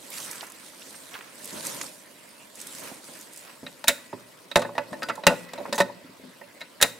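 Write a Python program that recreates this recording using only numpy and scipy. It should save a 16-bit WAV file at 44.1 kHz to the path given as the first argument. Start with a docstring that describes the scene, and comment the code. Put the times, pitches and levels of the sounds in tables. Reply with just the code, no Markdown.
"""Pumping a steel rack jack

Beside a truck at the edge of a wood, stiff clothes swish and crackle by friction as the handle is
leaned on. Then pins snap into the rack and the handle knocks in its socket: each impact excites the
modes of the steel, and the rack bar and the truck's sheet metal ring on. Far birds whistle over a
quiet hiss. The loudest knocks overload the input."""
import sys
import numpy as np
from scipy import signal
from scipy.fft import rfft, irfft
from scipy.io import wavfile
from scipy.ndimage import uniform_filter1d

SR = 44100
rng = np.random.default_rng(int(sys.argv[2]) if len(sys.argv) > 2 else 0)


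def materialize(psi):
    """Save the field psi as 16-bit PCM at rate SR to the path in sys.argv[1].

    A 1-D psi becomes a single channel; in a 2-D psi each row is a channel.
    """
    bounded = np.clip(np.atleast_2d(psi).T, -1, 1)
    quanta = np.round(bounded * 32767).astype(np.int16)
    wavfile.write(sys.argv[1], SR, quanta)


N = 308418

# movements of body, clothes and boots: t/s, length/s, swish level/dB, rub level/dB
MOVEMENTS = [(0, 0.21, -53.5, -53), (0.096, 0.27, -38.5, -66), (0.255, 0.25, -45, -59),
             (0.59, 0.16, -50.5, -76), (0.708, 0.63, -49, -58.5), (1.313, 0.76, -43.5, -50.5),
             (1.515, 0.13, -43, -40.5), (1.62, 0.13, -36.5, -42.5), (1.676, 0.26, -42, -45),
             (2.528, 0.51, -45, -78), (2.713, 0.35, -46.5, -48), (3.016, 0.33, -48, -55.5),
             (3.314, 0.19, -51, -78), (4.827, 0.54, -58, -44.5), (5.341, 0.14, -51, -60),
             (5.534, 0.25, -59, -44)]
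# hands sliding on the handle: t/s, length/s, level/dB
HAND_SLIDES = [(0.25, 0.39, -47), (1.11, 0.12, -43), (1.18, 0.19, -49.5), (2.815, 0.14, -44.5),
               (3.41, 0.17, -48.5), (5.338, 0.63, -51)]
# background hiss: t/s, level/dB
HISS_LEVEL = [(0, -49), (1.3, -55.5), (3.55, -54), (3.7, -56), (5.7, -64), (6.99, -59)]
# spectra of the four friction noises: f/Hz, relative density/dB
SWISH_SPECTRUM = [(2060, -8.5), (3500, -0.5), (6130, 0.5), (8350, 5), (13400, -4), (15600, -14),
                  (16300, -40)]
SCRAPE_SPECTRUM = [(700, 1), (1100, 1), (2000, 2.5), (3500, -3.5), (5000, -4), (7000, -14)]
RUB_SPECTRUM = [(25, -51), (60, -2), (120, -20.5), (220, 0), (330, -3), (430, -12.5), (580, 4), (750, -31),
                (1000, 0), (1500, -78)]
SLIDE_SPECTRUM = [(600, -4.5), (1100, 0), (2300, -2), (3300, -8.5), (6000, -13.5)]
# likeness of left and right noise: f/Hz, correlation
NOISE_CORRELATION = [(60, -1.44), (180, 1), (550, 0.26), (1650, 0.38), (4970, 0.42), (15000, 0.71)]
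# direction of the clothes: t/s, left over right/dB
CLOTHES_BALANCE = [(0, -2.5), (3.5, -2), (3.7, 0.5), (6.99, -1)]
# snaps of cloth and twigs: t/s, relative level/dB, centre f/Hz
CLEAR_SNAPS = [(0.103, -20.5, 10600), (0.183, -19, 8500), (0.203, -25, 4500), (0.246, -24, 8500),
               (0.312, -15, 7800), (0.318, -22, 10000), (0.408, -19, 3950), (0.429, -21, 696),
               (0.468, -27, 8500), (0.5, -26, 7950), (0.52, -25, 7800), (0.82, -26, 3220),
               (0.944, -27, 1610), (1.141, -22.5, 2200), (1.151, -20, 1360), (1.209, -24, 1690),
               (1.444, -18, 8500), (1.455, -20, 10000), (1.475, -25, 8300), (1.668, -10, 7500),
               (1.812, -16.5, 1900), (1.814, -11, 5500), (1.836, -26, 412), (2.555, -24.5, 7500),
               (2.601, -20.5, 7040), (2.614, -16.5, 8000), (2.669, -20.5, 7340), (2.82, -29.5, 220),
               (2.915, -25, 400), (3.085, -31, 220), (3.2107, -23, 8510), (3.3335, -26, 8000),
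               (3.3609, -26, 8210), (3.374, -22.5, 8500)]
# far birds, one contour for each whistle: t/s, f/Hz, level/dB
WHISTLES = [
    [(2.17, 2130, -79), (2.46, 2860, -53)],
    [(4.84, 4270, -69), (4.9, 4330, -53)],
    [(6.22, 4400, -61), (6.37, 4150, -73)],
]
# the load shifting on the jack's foot: t/s, peak level/dB, body near 1 kHz/dB, favoured f/Hz
FOOT_THUMPS = [(3.6304, -31.5, 4.5, 210), (4.131, -28.5, -3, 318), (4.92, -30.5, -4, 244),
               (5.6803, -32.5, 12, 244), (6.041, -40, -27, 334), (6.0925, -43, -26, 300),
               (6.1948, -41.5, 5, 380), (6.2368, -40, 0, 250)]
# pins and handle: t/s, peak level/dB, body near 1 kHz/dB, brightness near 4 kHz/dB,
# rattle decay time/ms, favoured f/Hz
STEEL_KNOCKS = [(3.6644, -29, -8, -4.5, 2.5, 3850), (3.841, -23, -4.5, 3, 1.3, 980),
                (3.874, -22, -13, 2, 6.7, 2330), (3.8809, -3.5, -11.5, 4, 1.9, 3760),
                (3.888, -12.5, -5, 2.5, 7.4, 2290), (4.129, -27.5, 4.5, -15, 2, 970),
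                (4.514, -25.5, -5, -1.5, 2.3, 3800), (4.5574, -4, 2, -3, 2, 3720),
                (4.5687, -12.5, 15, 5.5, 4, 4860), (4.5931, -20, 22, 9, 7.2, 2230),
                (4.618, -21, 0.5, 1, 7.1, 1240), (4.649, -23.5, 11.5, -17, 4.4, 1670),
                (4.6905, -29.5, 23.5, -10, 1, 1370), (4.7524, -31, 13, 2.5, 12, 1920),
                (4.78, -14, -2.5, -6.5, 1.6, 940), (4.9286, -25.5, 12.5, 1.5, 8.4, 1750),
                (5.0211, -23, -3, -7, 4, 1390), (5.0308, -23.5, -7, 0.5, 2.7, 4860),
                (5.0863, -22.5, 4, 1, 7, 2950), (5.0955, -18, -0.5, -7, 6.9, 1330),
                (5.154, -37.5, 1, 13.5, 3.5, 1630), (5.176, -29, 22, -5, 3, 950),
                (5.236, -24.5, 1, -5.5, 3.4, 3920), (5.2673, -1, 0, -1, 1.1, 2790),
                (5.275, -18.5, 2, 1, 3.1, 3880), (5.2965, -18.5, 12.5, -21, 14, 1430),
                (5.489, -41, -13, 7, 1.8, 2010), (5.534, -26.5, 4, 2.5, 1.4, 7500),
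                (5.5766, -27.5, 10.5, -4.5, 7.8, 3950), (5.603, -27.5, 7, -8, 2.3, 606),
                (5.6537, -25.5, -1, -32, 4.9, 1010), (5.726, -18, 5.5, 0, 2.5, 4170),
                (5.728, -22, -4, 3.5, 3.5, 4950), (5.7442, -25, 17, 9.5, 4.2, 1810),
                (5.754, -29.5, -8, 14, 9, 6250), (5.7793, -16.5, -1.5, 3, 12, 860),
                (5.8024, -7, 7.5, -1.5, 5.6, 1860), (5.816, -22.5, -1, 5.5, 2.9, 3830),
                (5.8946, -30, 21, -19, 1.7, 1010), (6.412, -34.5, 11.5, -13, 2.6, 1930),
                (6.606, -34.5, -8, 4, 5.1, 2170), (6.6134, -29, -4, -2.5, 3.4, 3900),
                (6.802, -28.5, -2, -3, 8.1, 1670), (6.813, -13.5, -4.5, 3.5, 6.4, 7070),
                (6.8247, -3, -8.5, 3, 1.9, 3740), (6.839, -17.5, 3, -1, 8.2, 2300)]
# clearest modes of jack and handle: f/Hz, relative level/dB, T60/s
CLEAR_MODES = [(113.6, 1, 0.24), (255.8, 1.5, 0.3), (509, -2.5, 0.32), (575.5, 10.5, 0.16), (674, 9, 0.058),
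               (877, 5.5, 0.095), (955, 6, 0.052), (1314, 0.5, 0.092), (1486, -4.5, 0.16),
               (1840, 12, 0.037), (2003, -4.5, 0.14), (2586, 4, 0.058), (2750, 5.5, 0.025),
               (3744, 12, 0.019), (4080, 6, 0.051), (4840, -5, 0.096), (7120, 3, 0.055)]
# the dense modes between them: f/Hz, relative level/dB
DENSE_LEVEL = [(150, -10), (500, -4), (2000, -1), (4000, -3), (8000, 2.5), (16000, -8)]
# their typical decay: f/Hz, T60/s
DENSE_DECAY = [(200, 0.17), (700, 0.03), (2000, 0.042), (5000, 0.026), (14000, 0.041)]
# modes of the rack bar: f/Hz, gain/dB, T60 before the fade-out/s
BAR_MODES = [(1949, -80, 2.5), (2401, -82, 2), (2552, -78, 2.5), (3898, -88, 1.5), (4660, -84, .6),
             (7052, -86, 1.6), (7348, -82, 1.6)]
# reverberation of truck body and trees: f/Hz, T60/s
PANEL_DECAY = [(150, 1), (600, 0.4), (2000, 0.37), (5000, 0.32), (12000, 0.36)]

SCRAPE_FLOOR_DB, RUB_FLOOR_DB, SCRAPE_RE_SWISH_DB = -53.5, -56, -4.5
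CRACKLES_PER_S, CRACKLE_DB = 180, -10
TUBE_SPACING_HZ, TUBE_RIPPLE_DB = 298, 5  # the hollow handle favours evenly spaced bands
TICK_COUNT, TICK_OVER_DB, TICK_SPREAD_DB = 260, 8, 3.5
TICK_S, SNAP_S, SNAP_CYCLES = 0.001, 0.0038, 3.3  # decay time: a base time plus a few periods
BASS_DB, BASS_PER_BODY, AIR_PER_BODY = -6.5, 0.93, 0.43  # more body: more bass, less top treble
TOP_DB, TOP_PER_BRIGHT, TOP_PER_PEAK = -1, 2.08, 0.3  # the highest modes follow brightness and force
THUMP_BASS_DB, THUMP_BRIGHT_DB, THUMP_MS = 9.5, 3, 2.2
RING_DB, RING_PER_PEAK, RING_WIDTH_HZ = 3.5, -0.42, 100  # favoured resonance; half-width at 1 kHz
PARTNER_DB, T60_SPREAD = -6.5, 0.28
PANELS_DB, PANELS_CORRELATION = -17, 0.73
OVERLOAD, SLOPE_LOSS = 0.35, [[0.2], [0.98]]  # knee; slope lost on positive peaks, left and right
CUTOFF_HZ = 15900


def gain_of(db):
    """Amplitude ratio of a level in decibels."""
    return 10 ** (np.asarray(db) / 20)


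def unit_rms(x):
    """Normalisation to unit mean power."""
    return x / np.sqrt(np.mean(x ** 2) + 1e-20)


def curve_at(points, hz):
    """Interpolation on a logarithmic frequency axis."""
    f, value = np.transpose(points)
    return np.interp(np.log(hz + 1), np.log(f + 1), value)


def place(mix, start_s, sound, pan_db):
    """Adds a sound whose left-right level difference gives its direction."""
    part = mix[:, round(start_s * SR):][:, :sound.shape[-1]]
    part += gain_of([[pan_db / 2], [-pan_db / 2]]) * sound[..., :part.shape[1]]


def swell_power(rows):
    """Incoherent sources add in power; each rises quickly and fades more slowly."""
    t = np.arange(N) / SR
    return sum(gain_of(db) ** 2 * np.sin(np.pi * np.clip((t - s) / length, 0, 1) ** 0.69) ** 2
               for s, length, db in rows)


def friction_noise(spectrum, patchy_db, flicker_db):
    """Partly coherent stereo noise, modulated by drifting patches and a flicker common to all bands."""
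    frames, hz = N // 128 + 5, np.fft.rfftfreq(512, 1 / SR)
    a, b, c, d, patches = rng.standard_normal((frames, 257, 5)).T
    patches = unit_rms(uniform_filter1d(uniform_filter1d(patches, 8, 0), 12, 1))
    flicker = unit_rms(uniform_filter1d(rng.standard_normal(frames), 3))
    alike = np.clip(curve_at(NOISE_CORRELATION, hz), -1, 1)[:, None]
    left = a + 1j * b
    bands = np.array([left, alike * left + np.sqrt(1 - alike ** 2) * (c + 1j * d)])
    bands *= gain_of(curve_at(spectrum, hz)[:, None] + patchy_db * patches + flicker_db * flicker)
    return unit_rms(signal.istft(bands, nperseg=512, noverlap=384)[1][:, :N])


def clothes():
    """Friction of cloth and hands radiates noise that swells over a background with each movement."""
    t = np.arange(N) / SR
    moving = swell_power([(s, length, db) for s, length, db, _ in MOVEMENTS])
    rubbing = swell_power([(s, length, db) for s, length, _, db in MOVEMENTS])
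    swish = np.sqrt(gain_of(np.interp(t, *np.transpose(HISS_LEVEL))) ** 2 + moving)
    scrape = np.sqrt(gain_of(SCRAPE_FLOOR_DB) ** 2 + gain_of(SCRAPE_RE_SWISH_DB) ** 2 * moving)
    rub = np.sqrt(gain_of(RUB_FLOOR_DB) ** 2 + rubbing)
    clicks = gain_of(3.7 * np.minimum(rng.exponential(1, N), 4)) * (rng.random(N) < CRACKLES_PER_S / SR)
    crackle = unit_rms(signal.oaconvolve(clicks, gain_of(-60 * t[:800] / 0.006))[:N])  # T60 of 6 ms
    grain = unit_rms(1 + gain_of(CRACKLE_DB) * crackle)
    f = np.arange(300, 6000, 40)
    tube_db = curve_at(SLIDE_SPECTRUM, f) - TUBE_RIPPLE_DB * np.cos(2 * np.pi * f / TUBE_SPACING_HZ)
    mix = swish * grain * friction_noise(SWISH_SPECTRUM, patchy_db=2.94, flicker_db=0.72)
    mix += scrape * grain ** 0.16 * friction_noise(SCRAPE_SPECTRUM, 2.54, 0.67)
    mix += rub * friction_noise(RUB_SPECTRUM, 0.34, 1.0)
    mix += np.sqrt(swell_power(HAND_SLIDES)) * grain * friction_noise(np.transpose([f, tube_db]), 1.4, 1.8)
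    mix += snaps(swish)
    thin = signal.lfilter(*signal.butter(2, 110, "high", fs=SR), mix)  # small things make no deep bass
    lean_db = np.interp(t, *np.transpose(CLOTHES_BALANCE)) / 2
    return thin * gain_of([lean_db, -lean_db])


def snaps(swish):
    """Transients of cloth and twigs are damped noise bands; small ticks crowd where the swish is loud."""
    out, t = np.zeros((2, N)), np.arange(1024) / SR
    f = np.fft.rfftfreq(1024, 1 / SR) + 1
    when, pitch, rarity = rng.random((TICK_COUNT, 3)).T
    at = np.searchsorted(np.cumsum(swish) / swish.sum(), when).clip(0, N - 1)
    tick_db = 20 * np.log10(swish[at]) + TICK_OVER_DB - TICK_SPREAD_DB * np.log(rarity + 0.0012)
    rows = np.vstack([np.transpose([at / SR, tick_db, 3500 * 3.2 ** pitch]), CLEAR_SNAPS])
    decays = np.repeat([TICK_S, SNAP_S], [TICK_COUNT, len(CLEAR_SNAPS)]) + SNAP_CYCLES / rows[:, 2]
    for (s, db, hz), decay_s, noise in zip(rows, decays, rng.standard_normal((len(rows), 1024))):
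        band_db = -15 * min(hz / 2500, 1) * np.log2(f / hz) ** 2  # low snaps span more octaves
        band = unit_rms(irfft(rfft(noise) * gain_of(band_db)))
        burst = band * np.exp(-t / decay_s) * np.minimum(t / 0.0003, 1)
        place(out, s, gain_of(db) * 0.2 * burst, pan_db=-1.5)
    return out


def birds():
    """A whistle is a gliding pure tone; random frequency modulation makes it waver."""
    out = np.zeros((2, N))
    for contour in WHISTLES:
        s, hz, db = np.transpose(contour)
        t = np.arange(s[0], s[-1], 1 / SR)
        waver = 1 + 0.41 * uniform_filter1d(rng.standard_normal(len(t)), 300)
        tone = np.sin(2 * np.pi * np.cumsum(np.interp(t, s, hz) * waver) / SR)
        envelope = gain_of(np.interp(t, s, db)) * signal.windows.tukey(len(t), 0.3)
        place(out, s[0], envelope * tone, pan_db=0)
    return out


def impacts():
    """Harder impacts excite higher modes: knocks and thumps with their levels in four spectral ranges."""
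    knocks = [(s, db, BASS_DB + BASS_PER_BODY * body, body, bright,
               TOP_DB + TOP_PER_BRIGHT * bright + TOP_PER_PEAK * db, ms, hz)
              for s, db, body, bright, ms, hz in STEEL_KNOCKS]
    thumps = [(s, db, THUMP_BASS_DB, body, THUMP_BRIGHT_DB,
               THUMP_BRIGHT_DB + TOP_PER_PEAK * db, THUMP_MS, hz)
              for s, db, body, hz in FOOT_THUMPS]
    return knocks + thumps


def steel_modes(t, dense_count):
    """Normal modes are damped sinusoids; loose parts split each clear mode in three, so it beats."""
    dense_hz = np.geomspace(150, 16000, dense_count) * rng.uniform(1.0, 1.01, dense_count)
    dense_t60 = curve_at(DENSE_DECAY, dense_hz) * np.exp(T60_SPREAD * rng.standard_normal(dense_count))
    dense = np.transpose([dense_hz, curve_at(DENSE_LEVEL, dense_hz), dense_t60])
    split = [np.multiply(CLEAR_MODES, [ratio, 1, 1]) + [0, db, 0]
             for ratio, db in ((1, 0.0062), (0.975, PARTNER_DB), (1.022, PARTNER_DB))]
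    hz, db, t60 = np.vstack([dense, *split]).T[:, :, None]
    return gain_of(db - 60 * t / t60) * np.sin(2 * np.pi * hz * t)


def rattle(t, noise, decay_ms, peak_db):
    """The contact force is a decaying run of uneven small impacts whose treble ends sooner."""
    contacts = noise * abs(noise)
    fade = np.exp(-t * 1000 / decay_ms)
    dull = uniform_filter1d(contacts, 5)
    force = dull * fade + (contacts - dull) * fade ** 1.3
    force[30] = max(13.5 + peak_db / 4, 0)  # a hard blow lands one sharp contact almost at once
    return force


def jack():
    """Modal superposition: each rattle drives the modes of the steel with a new set of weights."""
    out, size, dense_count = np.zeros((2, N)), 16384, 300
    t, f = np.arange(size // 2) / SR, np.fft.rfftfreq(size, 1 / SR)
    modes, blows = steel_modes(t, dense_count), impacts()
    weights = rng.standard_normal((len(blows), len(modes)))
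    clear = weights[:, dense_count:]
    weights[:, dense_count:] = np.sign(clear) * (0.45 + 0.5 * abs(clear))  # clear modes always sound
    mean_power = uniform_filter1d((abs(rfft(modes, size)) ** 2).sum(0), 90)
    noises = rng.standard_normal((len(blows), len(t)))
    for blow, response, noise in zip(blows, weights @ modes, noises):
        s, peak_db, bass, body, bright, top, decay_ms, ring_hz = blow
        spectrum = rfft(response, size) * rfft(rattle(t, noise, decay_ms, peak_db), size)
        # chance sets the fine detail only
        spectrum *= np.sqrt(mean_power / uniform_filter1d(abs(spectrum) ** 2, 90))
        # the place struck favours one resonance, more so in light knocks
        detuning = (f - ring_hz) / (RING_WIDTH_HZ * np.sqrt(1000 / ring_hz))
        spectrum *= 1 + gain_of(RING_DB + RING_PER_PEAK * peak_db) / (1 + 1j * detuning)
        colour = [(40, bass - 38), (90, bass - 9), (170, bass), (400, bass), (520, body), (1050, body),
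                  (1400, 0), (2700, 0), (3400, bright), (5200, bright),
                  (7000, top), (10000, top), (15000, top - AIR_PER_BODY * body)]
        spectrum *= gain_of(curve_at(colour, f))
        aim = np.append(0.27 * unit_rms(uniform_filter1d(noise, 150)), 0)  # each mode favours one side
        knock = irfft(spectrum * [1 + aim, 1 - aim])[:, :len(t)]
        near_peak = np.sort(abs(knock.mean(0)))[-12]
        place(out, s, gain_of(peak_db) * knock / near_peak, pan_db=-0.8)
    return out


def rack_bar(knocks):
    """Resonance: the long bar answers each knock with faint, lightly damped tones, faded out by 1 s."""
    hz, db, t60 = np.transpose(BAR_MODES)[:, :, None]
    t = np.arange(SR) / SR
    response = (gain_of(db - 60 * t / t60) * np.sin(2 * np.pi * hz * t)).sum(0) * (1 - t ** 2)
    return signal.fftconvolve(knocks, response[None], axes=1)[:, :N]


def truck_panels(knocks):
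    """Reverberation of sheet metal and trees: echoes of random sign, each band dying at its own rate."""
    taps = np.zeros((2, SR // 2))
    slots = np.arange(300, SR // 2 - 20, 20)
    at = slots + rng.integers(0, 20, (2, len(slots)))
    np.put_along_axis(taps, at, rng.choice([-1., 1.], at.shape), 1)
    taps[1] = PANELS_CORRELATION * taps[0] + np.sqrt(1 - PANELS_CORRELATION ** 2) * taps[1]
    hz, t, bands = signal.stft(taps, SR, nperseg=256)
    bands = bands * gain_of(-60 * t / curve_at(PANEL_DECAY, hz)[:, None])
    tail = signal.istft(bands, SR, nperseg=256)[1]
    return signal.fftconvolve(knocks, tail / np.linalg.norm(tail[0]), axes=1)[:, :N]


def scene():
    """Linear superposition of the jack, the ringing it excites, the clothes and the birds."""
    knocks = jack()
    return knocks + rack_bar(knocks) + gain_of(PANELS_DB) * truck_panels(knocks) + clothes() + birds()


def record(dry):
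    """Asymmetric clipping rectifies loud knocks, leaving a low thud through the input coupling."""
    excess = np.clip(abs(dry) - OVERLOAD, 0, 1 - OVERLOAD)
    bent = np.clip(dry, -1, 1) - np.multiply(SLOPE_LOSS, excess)
    coupled = signal.lfilter(*signal.butter(2, 30, "high", fs=SR), np.clip(bent, -0.85, 0.85))
    low_pass = signal.firwin(255, CUTOFF_HZ, window=("kaiser", 9), fs=SR)
    return signal.oaconvolve(coupled, low_pass[None], "same")


dry = scene()
out = record(dry)
materialize(out)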